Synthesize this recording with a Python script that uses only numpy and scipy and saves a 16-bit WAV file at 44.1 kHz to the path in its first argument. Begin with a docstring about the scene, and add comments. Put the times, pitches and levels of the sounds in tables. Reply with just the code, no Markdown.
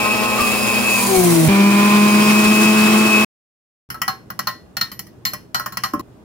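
"""Juicer, then spoon in a mug

A kitchen juicer bogs down under a load, heard from the cutting board, then picks up speed close by.
Shaft and commutator lines follow a speed curve; shaped noise makes the air, the torn pulp and the rasp.
After an abrupt silence a steel spoon stirs thick juice in a glass mug: contact noise plus decaying modes.
Thuds pass to the worktop, and a dull knock with one bounce ends the stirring.
"""
import sys
import numpy as np
from scipy.fft import rfft, irfft
from scipy.io import wavfile

SR = 44100
rng = np.random.default_rng(int(sys.argv[2]) if len(sys.argv) > 2 else 0)


def inscribe(sig):
    """Save sig as 16-bit PCM at rate SR to the path in sys.argv[1].

    A 1-D sig is mono; a 2-D sig holds one channel per row.
    Samples are clipped to [-1, 1] before scaling.
    """
    pcm = np.round(np.clip(np.atleast_2d(sig).T, -1, 1) * 32767)
    wavfile.write(sys.argv[1], SR, pcm.astype(np.int16))


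N = 275360

# Motor under its load, from the board and from close by; levels are relative:
# start_s, shaft_hz, commutator_whine_db, grating_hiss_db
RUN_BOARD = [(0, 211.5, -20, -31), (.36, 212.6, -22, -30), (.44, 210.1, -20.5, -25.5),
             (.68, 210.2, -21.5, -26.5), (.84, 208.4, -17.5, -26), (.97, 204.5, -15.5, -20.5),
             (1.08, 196.8, -31.5, -19.5), (1.3, 170.5, -34, -20.5), (1.484, 156.1, -33.5, -22.5)]
RUN_CLOSE = [(1.484, 196.9, -22, -33.5), (1.9, 206.3, -21, -30.5), (2.3, 211, -19.5, -28),
             (2.62, 214, -16.5, -26.5), (3.03, 215.4, -21, -28.5), (3.16, 213.6, -12.5, -28),
             (3.25, 215, -19.5, -31.5)]
# Motor lines: shaft_multiple, mains_pulse_multiple, board_level_db, close_level_db
MOTOR_LINES = [(0, 1, -37, -44.5), (0, 2, -29.5, -36), (1, 0, -26, -13), (1, 1, -39, -28),
               (2, 0, -34.5, -27), (2, 1, -37, -42), (3, 0, -39, -31.5), (3, 1, -36.5, -45.5),
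               (4, 0, -33.5, -31.5), (4, 1, -43, -37.5), (5, 0, -35, -28.5), (5, 1, -38, -36.5),
               (6, 0, -37, -34), (7, 0, -46, -39), (9, 0, -44, -37)]
# Whine of twelve commutator bars: shaft_multiple, mains_pulse_multiple, board_level_db, close_level_db
WHINE_LINES = [(11, 0, -12, -7), (12, -1, -15, -11.5), (12, 0, -0.5, 1.5), (12, 1, -2.5, -8),
               (13, 0, -18, -22.5)]
# Rough bands of the brushes: shaft_multiple, level_db (against the grating hiss)
RASP_BANDS = [(23.5, -11.5), (34.5, -7.5), (46, -11.5)]
# Body and lid boom as a shaft harmonic slides through their resonances: pitch_hz, boost_db
BODY_BOOM = [(155, 6.5), (172, 7.5), (192, -0.5), (201, 0), (216, -1), (308, 3), (324, 16), (385, 20.5),
             (398, 0), (690, 0), (755, 11), (800, -2), (985, -2), (1025, 8.5), (1075, 0.5)]

# Colour of the thrown air, per listening place: pitch_hz, level_db (per Hz)
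AIR_BOARD = [(30, -11), (70, 0.5), (130, -2), (230, 4.5), (400, 9.5), (650, 3), (1100, 7.5), (1450, 0.5),
             (2050, 1.5), (2500, 5.5), (2900, -0.5), (4500, -3), (7000, -10.5)]
AIR_CLOSE = [(30, -13.5), (80, -10.5), (130, 6), (210, 10.5), (350, 6.5), (600, 0.5), (1050, 6), (1450, 2),
             (2050, 2), (2500, 6.5), (2950, 0.5), (4500, -6), (7000, -12)]
# Colour of the torn pulp, per listening place: pitch_hz, level_db (per Hz)
HISS_BOARD = [(2000, -26), (4000, -5.5), (6000, -3), (7200, 0.5), (8200, -1), (9400, 5), (11000, -2),
              (13000, -3.5), (15700, -1.5)]
HISS_CLOSE = [(2000, -26.5), (4000, 2), (5200, 3), (6200, 3), (7400, 4), (8200, 1.5), (9500, 6),
              (11300, -5.5), (13500, -3), (15500, 1)]
# Standing waves of the kitchen favour one side: pitch_hz, left_minus_right_db
LEAN_BOARD = [(100, -0.5), (175, -7.5), (195, -1.5), (210, 13.5), (240, -4.5), (320, 14), (400, 10.5),
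              (430, 0.5), (620, -5), (770, -4), (1060, 4.5), (1270, -1.5), (2200, 0.5), (2330, -1.5),
              (2500, 0.5), (4000, 0.5)]
LEAN_CLOSE = [(100, -1), (212, 1), (333, 1), (425, 9.5), (540, -5.5), (640, 3), (780, -3.5), (1060, -3.5),
              (1900, -4.5), (2330, -4.5), (2570, 4.5), (4000, -0.5)]
# Treble resonances of the two microphone ports: pitch_hz, left_minus_right_db
PORTS = [(4000, 1), (5200, 4), (7000, 5), (8000, 1), (9300, -13.5), (10300, -7.5), (12500, -3), (15500, 0)]

# Hard bits in the basket: start_s, level_db
CRACKS = [(.41, -15.5), (.5, -35), (1.028, -15), (1.406, -27)]
# Low thumps; the one at 1.478 s marks the switch to the close place: start_s, t60_s, level_db
THUMPS = [(0.396, 0.36, -30.5), (1.17, 0.44, -29.5), (1.478, .07, -17.5), (2.46, .12, -30.5)]
# Short narrow tonal swells near 1 kHz, some on the fifth shaft harmonic: start_s, pitch_hz, level_db
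TONAL_SWELLS = [(0.309, 1060, -23), (.385, 1176, -15), (1.02, 1000, -21.5), (2.17, 954, -25.5)]

# Spoon against the mug: start_s, strength_db, knock_db and ring_db (against the strength), ring_length_factor
STIRS = [(3.902, -30.5, 3.5, -12, .9), (3.943, -41.5, 15, -3.5, 1.0), (4.017, -19, 2.5, -19, 0.68),
         (4.079, -22.5, 10, -2.5, 1.0), (4.302, -35, 10.5, -7, 0.56), (4.391, -24.5, 7, -5, 0.47),
         (4.471, -23, 7.5, 1, 1.0), (4.768, -23, -1.5, -1, 0.56), (4.811, -21.5, 1.5, 5.5, 0.92),
         (4.916, -36.5, 2, -4, 1.0), (4.992, -29.5, -8, -8, 0.43), (5.068, -49, -6, -8, 0.61),
         (5.252, -18.5, -7, -2.5, 0.97), (5.334, -28.5, 2, -10, 0.63), (5.545, -21.5, 6.5, -1, 1.0),
         (5.596, -32, 11.5, -11, 1.0), (5.66, -30.5, 10.5, -10, 0.69), (5.722, -40, 9.5, -2, 1.0),
         (5.771, -22.5, 1, -10, 0.49), (5.836, -21.5, 7, -4, 1.0), (5.935, -36, 14, -20, 0.93),
         (5.994, -40, 0, -4.5, 1.0)]
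# Modes of spoon and filled mug, shortened blow by blow: pitch_hz, level_db, t60_s
MUG_MODES = [(600, -13, 0.2), (770, -9.5, 0.19), (1056.5, -1.5, 0.18), (1084, -2, 0.19), (1217, 3, 0.068),
             (1319, 0, 0.17), (1412, -2, 0.12), (1544, -15, 0.095), (1836, -5, 0.21), (1930, -2, 0.12),
             (1942, -2, 0.27), (2120, -10.5, 0.058), (3080, -8, 0.1), (3880, -15.5, 0.17),
             (4153, 0.5, 0.038), (4226, 4, 0.15), (4220, -4.5, 0.27), (4720, 6.5, 0.075), (5400, 4, 0.082),
             (5180, -6.5, 0.3), (6200, -5, 0.072), (7305, 3.5, 0.14), (9890, -5.5, .09), (11400, -10, 0.23),
             (11930, -3, 0.19), (14800, 7, 0.11)]
# Edges of the knock, clink, ring, tick and sparkle ranges: pitch_hz
MUG_RANGES_HZ = [0, 1700, 3500, 4600, 8500, 20000]
# Mix of those five ranges: level_db, contact_noise_db (against the modes), snap_db
MUG_MIX = [(-4.5, -7, -15.5), (-4.0, -1.5, -7.5), (-1.5, -7, -12), (-3.5, 6.0, 1.5), (-1.6, 2.5, 5.0)]
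# Colour of the contact noise: pitch_hz, level_db (per Hz)
CONTACT = [(400, -13.5), (1050, 2), (1500, 7), (2000, 1.5), (2500, -3), (3100, 1), (3600, -11.5),
           (4400, -1.5), (5300, 5.5), (6800, -5.5), (8600, -12.5), (9900, -2.5), (13500, -6.5),
           (15500, -5.5)]
# Light touches sound thinner than firm blows: strength_db, extra_sparkle_db
SPARKLE = [(-27.5, 3), (-22.5, -2)]

# Modes of the last dull knock: pitch_hz, level_db, t60_s
KNOCK_MODES = [(1060, -13, 0.12), (1080, -32.5, .1), (1180, -23, 0.096), (1280, -25, .09), (581, -29, 0.22),
               (300, -17, 0.12)]
# The knock that ends the stirring, and its bounce: start_s, level_db
KNOCKS = [(5.936, 0.5), (5.993, -9)]
# Colour of the kitchen air: pitch_hz, level_db (per Hz)
ROOM_TONE = [(25, -27.5), (60, -6.5), (120, -1.5), (200, -1.5), (320, -3.5), (600, -13.5), (1000, -19.5),
             (2000, -30), (5000, -37), (15000, -43.5)]

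T, FREQS = np.arange(N) / SR, np.fft.rfftfreq(N, 1 / SR)
MIRRORED = np.array([[1], [-1]])  # opposite signs at left and right

# The close place, the silence and the stirring begin; the stirring stops
CLOSE_S, SILENCE_S, STIR_S, REST_S = 1.484, 3.248, 3.889, 6.014
TOP_HZ = 15780
MAINS_PULSE_HZ = 120
HOUSING_HZ, HOUSING_WIDTH_HZ = 2589, 32
OCTAVE_HZ, OCTAVE_WIDTH_HZ, OCTAVE_DB = 5047, 120, -34.5  # a higher resonance of the housing
FREE_HZ, STALL_DB = 214, 16  # shaft rate without load; extra shake of a fully stalled shaft
BITE_S, IDLE_DB = 0.404, 5.5  # upper harmonics ring more clearly until the fruit meets the grater
EASE_S, EASE_DB = 3.06, -3.5  # the unbalance hum drops near the end
CHANGE_S = .05  # time that either change takes
THUMP_HZ, THUMP_WIDTH_HZ = 72, 120
SWELL_WIDTH_HZ, SWELL_T60_S = 100, .35
WORKTOP_HZ, WORKTOP_WIDTH_HZ, WORKTOP_T60_S = 147, 130, 0.16
WORKTOP_DB, WORKTOP_SHARE = -29, 0.25  # thud at 0 dB strength; dB of thud per dB of strength


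def undb(db):
    """Decibels to gain."""
    return 10 ** (np.asarray(db) / 20)


def unit(x):
    """Scale to rms 1."""
    return x / np.sqrt(np.mean(x ** 2) + 1e-18)


def at(points, hz):
    """Read (Hz, dB) points on a log-frequency axis."""
    f, db = np.transpose(points)
    return np.interp(np.log(np.maximum(hz, 1)), np.log(f), db)


def sides(db):
    """Left and right gains of equal total power for a level difference."""
    g = undb(np.array([db, -db]).reshape(2, -1) / 2)
    return g / np.sqrt(np.mean(g ** 2, axis=0))


def shape(x, gain):
    """Filter by a gain per frequency."""
    return irfft(rfft(x) * gain, N)


def walk(rate_hz):
    """Smooth random drift of rms 1, slower than about the given rate."""
    return unit(shape(rng.standard_normal(N), 1 / (1 + (FREQS / rate_hz) ** 4)))


def gate(start, end):
    """Open between two times, with 2 ms edges."""
    return np.clip((T - start) / .002, 0, 1) * np.clip((end - T) / .002, 0, 1)


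def after(s):
    """Rise from 0 to 1 around time s."""
    return np.clip((T - s) / CHANGE_S + .5, 0, 1)


def fade(t, t60):
    """Exponential decay by 60 dB in t60 seconds."""
    return np.exp(-np.log(1000) * t / t60)


def add(out, s, x):
    """Mix a short stereo sound in at time s."""
    i = int(s * SR)
    out[:, i:i + x.shape[1]] += x[:, :N - i]


def diffuse(gain, alike_hz=900):
    """Coloured noise at two ports: much alike in the bass, unrelated in the treble."""
    mid, side = rng.standard_normal((2, N))
    alike = .9 / (1 + (FREQS / alike_hz) ** 2)
    return shape(mid, gain * np.sqrt(1 + alike)) + shape(side, gain * np.sqrt(1 - alike)) * MIRRORED


def colour(points, lo, hi):
    """Gain per frequency that gives white noise unit power between lo and hi."""
    gain = undb(at(points, FREQS))
    return gain / np.sqrt(np.mean(gain ** 2 * (FREQS > lo) * (FREQS < hi)))


def patchy(depth_db, width_hz):
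    """Nearby surfaces leave narrow peaks and dips in a spectrum, different at each port."""
    knots = np.arange(0, SR / 2, width_hz)
    rows = rng.standard_normal((2, len(knots)))
    bumps = np.array([np.interp(FREQS, knots, row) for row in rows])
    return unit(undb(depth_db * bumps))


def thud(hz, width_hz, t60):
    """A narrow-band burst that swells in a few milliseconds and dies away."""
    t = T[:SR // 2]
    band = 1 / (1 + ((FREQS - hz) / (width_hz / 2)) ** 4)
    burst = diffuse(band, alike_hz=2500)[:, :len(t)] * fade(t, t60) * (1 - np.exp(-t / 0.0026))
    # a longer decay carries more energy
    return unit(burst) * np.sqrt(np.mean(fade(t, t60) ** 2))


def ring(modes, t, scatter_db, detune, spread):
    """Decaying modes; every blow lands elsewhere and weighs them anew."""
    out = np.zeros((2, len(t)))
    for hz, db, t60 in modes:
        size, tune, lag = rng.standard_normal(3)
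        phase = 2 * np.pi * (hz * (1 + detune * tune) * t + rng.random()) + spread * lag * MIRRORED
        out += np.sin(phase) * undb(db + scatter_db * size) * fade(t, t60)
    return out


def room_tone(db=-46.0, hum_db=-52):
    """A low murmur of air in the kitchen, with a faint mains hum."""
    drift_db = 1.2 * walk(5)
    air = unit(diffuse(undb(at(ROOM_TONE, FREQS)) * patchy(2.4, 30), alike_hz=500))
    hum = np.sin(2 * np.pi * MAINS_PULSE_HZ * T)
    return air * undb(db + drift_db) + hum * undb(hum_db + drift_db)


def worktop(body_hz=255, body_width_hz=230, body_t60=0.2, body_db=-20.5, ring_db=-1.0,
            clack_hz=1170, clack_width_hz=330, clack_t60=0.12, clack_db=-26):
    """Each blow thuds through the foot of the mug; at the end the mug is knocked and bounces once."""
    out, t = np.zeros((2, N)), T[:SR // 2]
    foot = thud(WORKTOP_HZ, WORKTOP_WIDTH_HZ, WORKTOP_T60_S)
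    for s, strength_db, *_ in STIRS:
        add(out, s, foot * undb(WORKTOP_DB + WORKTOP_SHARE * strength_db))
    for s, db in KNOCKS:
        tones = ring(KNOCK_MODES, t, scatter_db=-1.0, detune=0.0016, spread=0.42)
        tones *= 1 - np.exp(-t / 0.004)  # soft onset
        body = thud(body_hz, body_width_hz, body_t60) * undb(body_db)
        clack = thud(clack_hz, clack_width_hz, clack_t60) * undb(clack_db)
        add(out, s, (tones * undb(ring_db) + body + clack) * undb(db))
    return out


def spoon(snap_t60=0.014, scrape_db=-9, scrape_t60=0.12, kitchen_t60=0.32, kitchen_db=-19.5, rise_s=0.001):
    """Each blow is a snap, a short scrape and their kitchen echo, plus the modes of spoon and mug."""
    out, t = np.zeros((2, N)), T[:SR // 2]
    early = SR // 50  # levels are matched over the first 20 ms
    for k, (level_db, noise_db, snap_db) in enumerate(MUG_MIX):
        lo, hi = MUG_RANGES_HZ[k:k + 2]
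        band = (FREQS >= lo) * (FREQS < hi)
        noise = diffuse(undb(at(CONTACT, FREQS)) * patchy(3.6, 130.1) * band, alike_hz=1510)
        modes = [m for m in MUG_MODES if lo <= m[0] < hi]
        for s, strength_db, knock_db, ring_db, sustain in STIRS:
            sparkle_db = np.interp(strength_db, *np.transpose(SPARKLE))
            colour_db = (knock_db, 0, ring_db, 0, sparkle_db)[k]

            snap = undb(snap_db) * fade(t, snap_t60)
            scrape = undb(scrape_db) * fade(t, scrape_t60 * sustain)
            echo = undb(kitchen_db) * fade(t, kitchen_t60)
            i = rng.integers(N - len(t))  # a fresh stretch of noise for each blow
            contact = noise[:, i:i + len(t)] * (snap + scrape + echo)

            # in a dull blow the spoon stays pressed against the wall and damps the high modes
            free = undb(.22 * min(ring_db - knock_db + 6, 0)) if k >= 2 else 1
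            damped = [(hz, db, t60 * sustain * free) for hz, db, t60 in modes]
            tones = ring(damped, t, scatter_db=5.5, detune=0.0017, spread=0.83)

            blow = undb(noise_db) * contact / contact[:, :early].std() + tones / tones[:, :early].std()
            blow = blow / blow[:, :early].std() * (1 - np.exp(-t / rise_s))
            add(out, s, blow * undb(strength_db + colour_db + level_db))
    return shape(out, sides(at(PORTS, FREQS) - .5))


def thumps_swells_cracks(crack_t60=.015):
    """Decaying noise bursts: low thumps, narrow tonal swells, and broadband cracks of hard bits."""
    out, t = np.zeros((2, N)), T[:SR // 2]
    for s, t60, db in THUMPS:
        add(out, s, thud(THUMP_HZ, THUMP_WIDTH_HZ, t60) * undb(db))
    for s, hz, db in TONAL_SWELLS:
        add(out, s, thud(hz, SWELL_WIDTH_HZ, SWELL_T60_S) * undb(db))
    for s, db in CRACKS:
        add(out, s, rng.standard_normal((2, len(t))) * fade(t, crack_t60) * undb(db))
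    return out


def juicer(run, lines, whine_lines, air, hiss, lean,
           tone_db, air_db, air_db_per_hz, hiss_db, wobble, flutter_db):
    """Shaft harmonics with mains sidebands, commutator whine through the housing, air and grating pulp."""
    s, *columns = np.transpose(run)
    hz, whine_db, grating_db = (np.interp(T, s, c) for c in columns)
    turns = np.cumsum(hz * (1 + wobble * walk(22))) / SR  # pulp drags unevenly on the basket

    def line(k, m):
        """One motor line; the higher it is, the more its phase differs between the ports, up to a limit."""
        f = k * hz + m * MAINS_PULSE_HZ
        phase = 2 * np.pi * (k * turns + m * MAINS_PULSE_HZ * T + rng.random())
        lag = np.minimum(f / 1500, .65) * MIRRORED
        return np.sqrt(2) * np.sin(phase + lag) * sides(at(lean, f)) * undb(flutter_db * walk(17))

    # the slower the loaded shaft, the harder it shakes the body at its low harmonics
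    load_db = STALL_DB * (1 - hz / FREE_HZ)
    idle_db, ease_db = IDLE_DB * (1 - after(BITE_S)), EASE_DB * after(EASE_S)
    shaft = 0
    for k, m, db in lines:
        if m == 0:
            db = db + at(BODY_BOOM, k * hz) + load_db * (k < 5) + idle_db * (k > 2) + ease_db * (k == 1)
        shaft = shaft + line(k, m) * undb(db)

    # whichever line passes the housing resonance takes the lead in the whine
    whine, power = 0, 0
    for k, m, db in whine_lines:
        offset = (k * hz + m * MAINS_PULSE_HZ - HOUSING_HZ) / (HOUSING_WIDTH_HZ / 2)
        # the line below the bar rate has a larger share while idle
        gain = undb(db + idle_db * (k < 12)) * (1 + 2.3 / (1 + offset ** 2))
        whine = whine + gain * line(k, m)
        power = power + gain ** 2
    whine = whine / np.sqrt(power)

    # the octave of the whine is strongest near full speed, where it meets the higher resonance
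    order = 24
    octave_offset = (order * hz - OCTAVE_HZ) / (OCTAVE_WIDTH_HZ / 2)
    shaft += line(order, 0) * undb(OCTAVE_DB) / np.hypot(1, octave_offset)

    ports = sides(at(lean, FREQS) + at(PORTS, FREQS)) * patchy(2.5, 45)
    # the faster the basket, the more air it throws
    wind = diffuse(colour(air, 1350, 2100) * ports)
    wind = wind * undb(air_db + air_db_per_hz * (hz - FREE_HZ) + 1.0 * walk(21))

    # the teeth tear the pulp in countless tiny snaps, a little stronger once a turn
    snaps = unit(rng.standard_normal((2, N)) * undb(2.1 * rng.exponential(size=N)))
    once_a_turn_db = .5 * np.sin(2 * np.pi * turns)
    spray = shape(snaps, colour(hiss, 8000, 15500) * ports)
    spray = spray * undb(grating_db + hiss_db + 1.1 * walk(37) + once_a_turn_db)

    # the brushes rasp in rough bands that fall and fade with the speed
    rasp = 0
    for k, db in RASP_BANDS:
        carrier = np.sin(2 * np.pi * k * turns + rng.uniform(0, 2 * np.pi, (2, 1)))
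        rasp = rasp + walk(220) * carrier * sides(at(PORTS, k * hz)) * undb(db)
    rasp = rasp * undb(grating_db - 2 * load_db)
    return undb(tone_db) * shaft + whine * undb(whine_db - 2.5) + wind + spray + rasp


def scene():
    """The juicer from two places, a silence, then the stirring."""
    lines, bars = np.array(MOTOR_LINES), np.array(WHINE_LINES)
    board = juicer(RUN_BOARD, lines[:, [0, 1, 2]], bars[:, [0, 1, 2]], AIR_BOARD, HISS_BOARD, LEAN_BOARD,
                   tone_db=-2.07, air_db=-35.0, air_db_per_hz=0.04, hiss_db=-3.0,
                   wobble=.002, flutter_db=3.0)
    close = juicer(RUN_CLOSE, lines[:, [0, 1, 3]], bars[:, [0, 1, 3]], AIR_CLOSE, HISS_CLOSE, LEAN_CLOSE,
                   tone_db=-0.5, air_db=-31.0, air_db_per_hz=0.12, hiss_db=-1.4,
                   wobble=0.001, flutter_db=1.1)
    motor = board * gate(0, CLOSE_S) + close * gate(CLOSE_S, SILENCE_S) + thumps_swells_cracks()
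    stirring = (spoon() + worktop()) * gate(STIR_S, REST_S)
    return motor + stirring + room_tone() * gate(STIR_S, N / SR)


def record(dry):
    """The recorder cuts the top steeply."""
    return shape(dry, 1 / np.sqrt(1 + (FREQS / TOP_HZ) ** 300))


dry = scene()
out = record(dry)
inscribe(out)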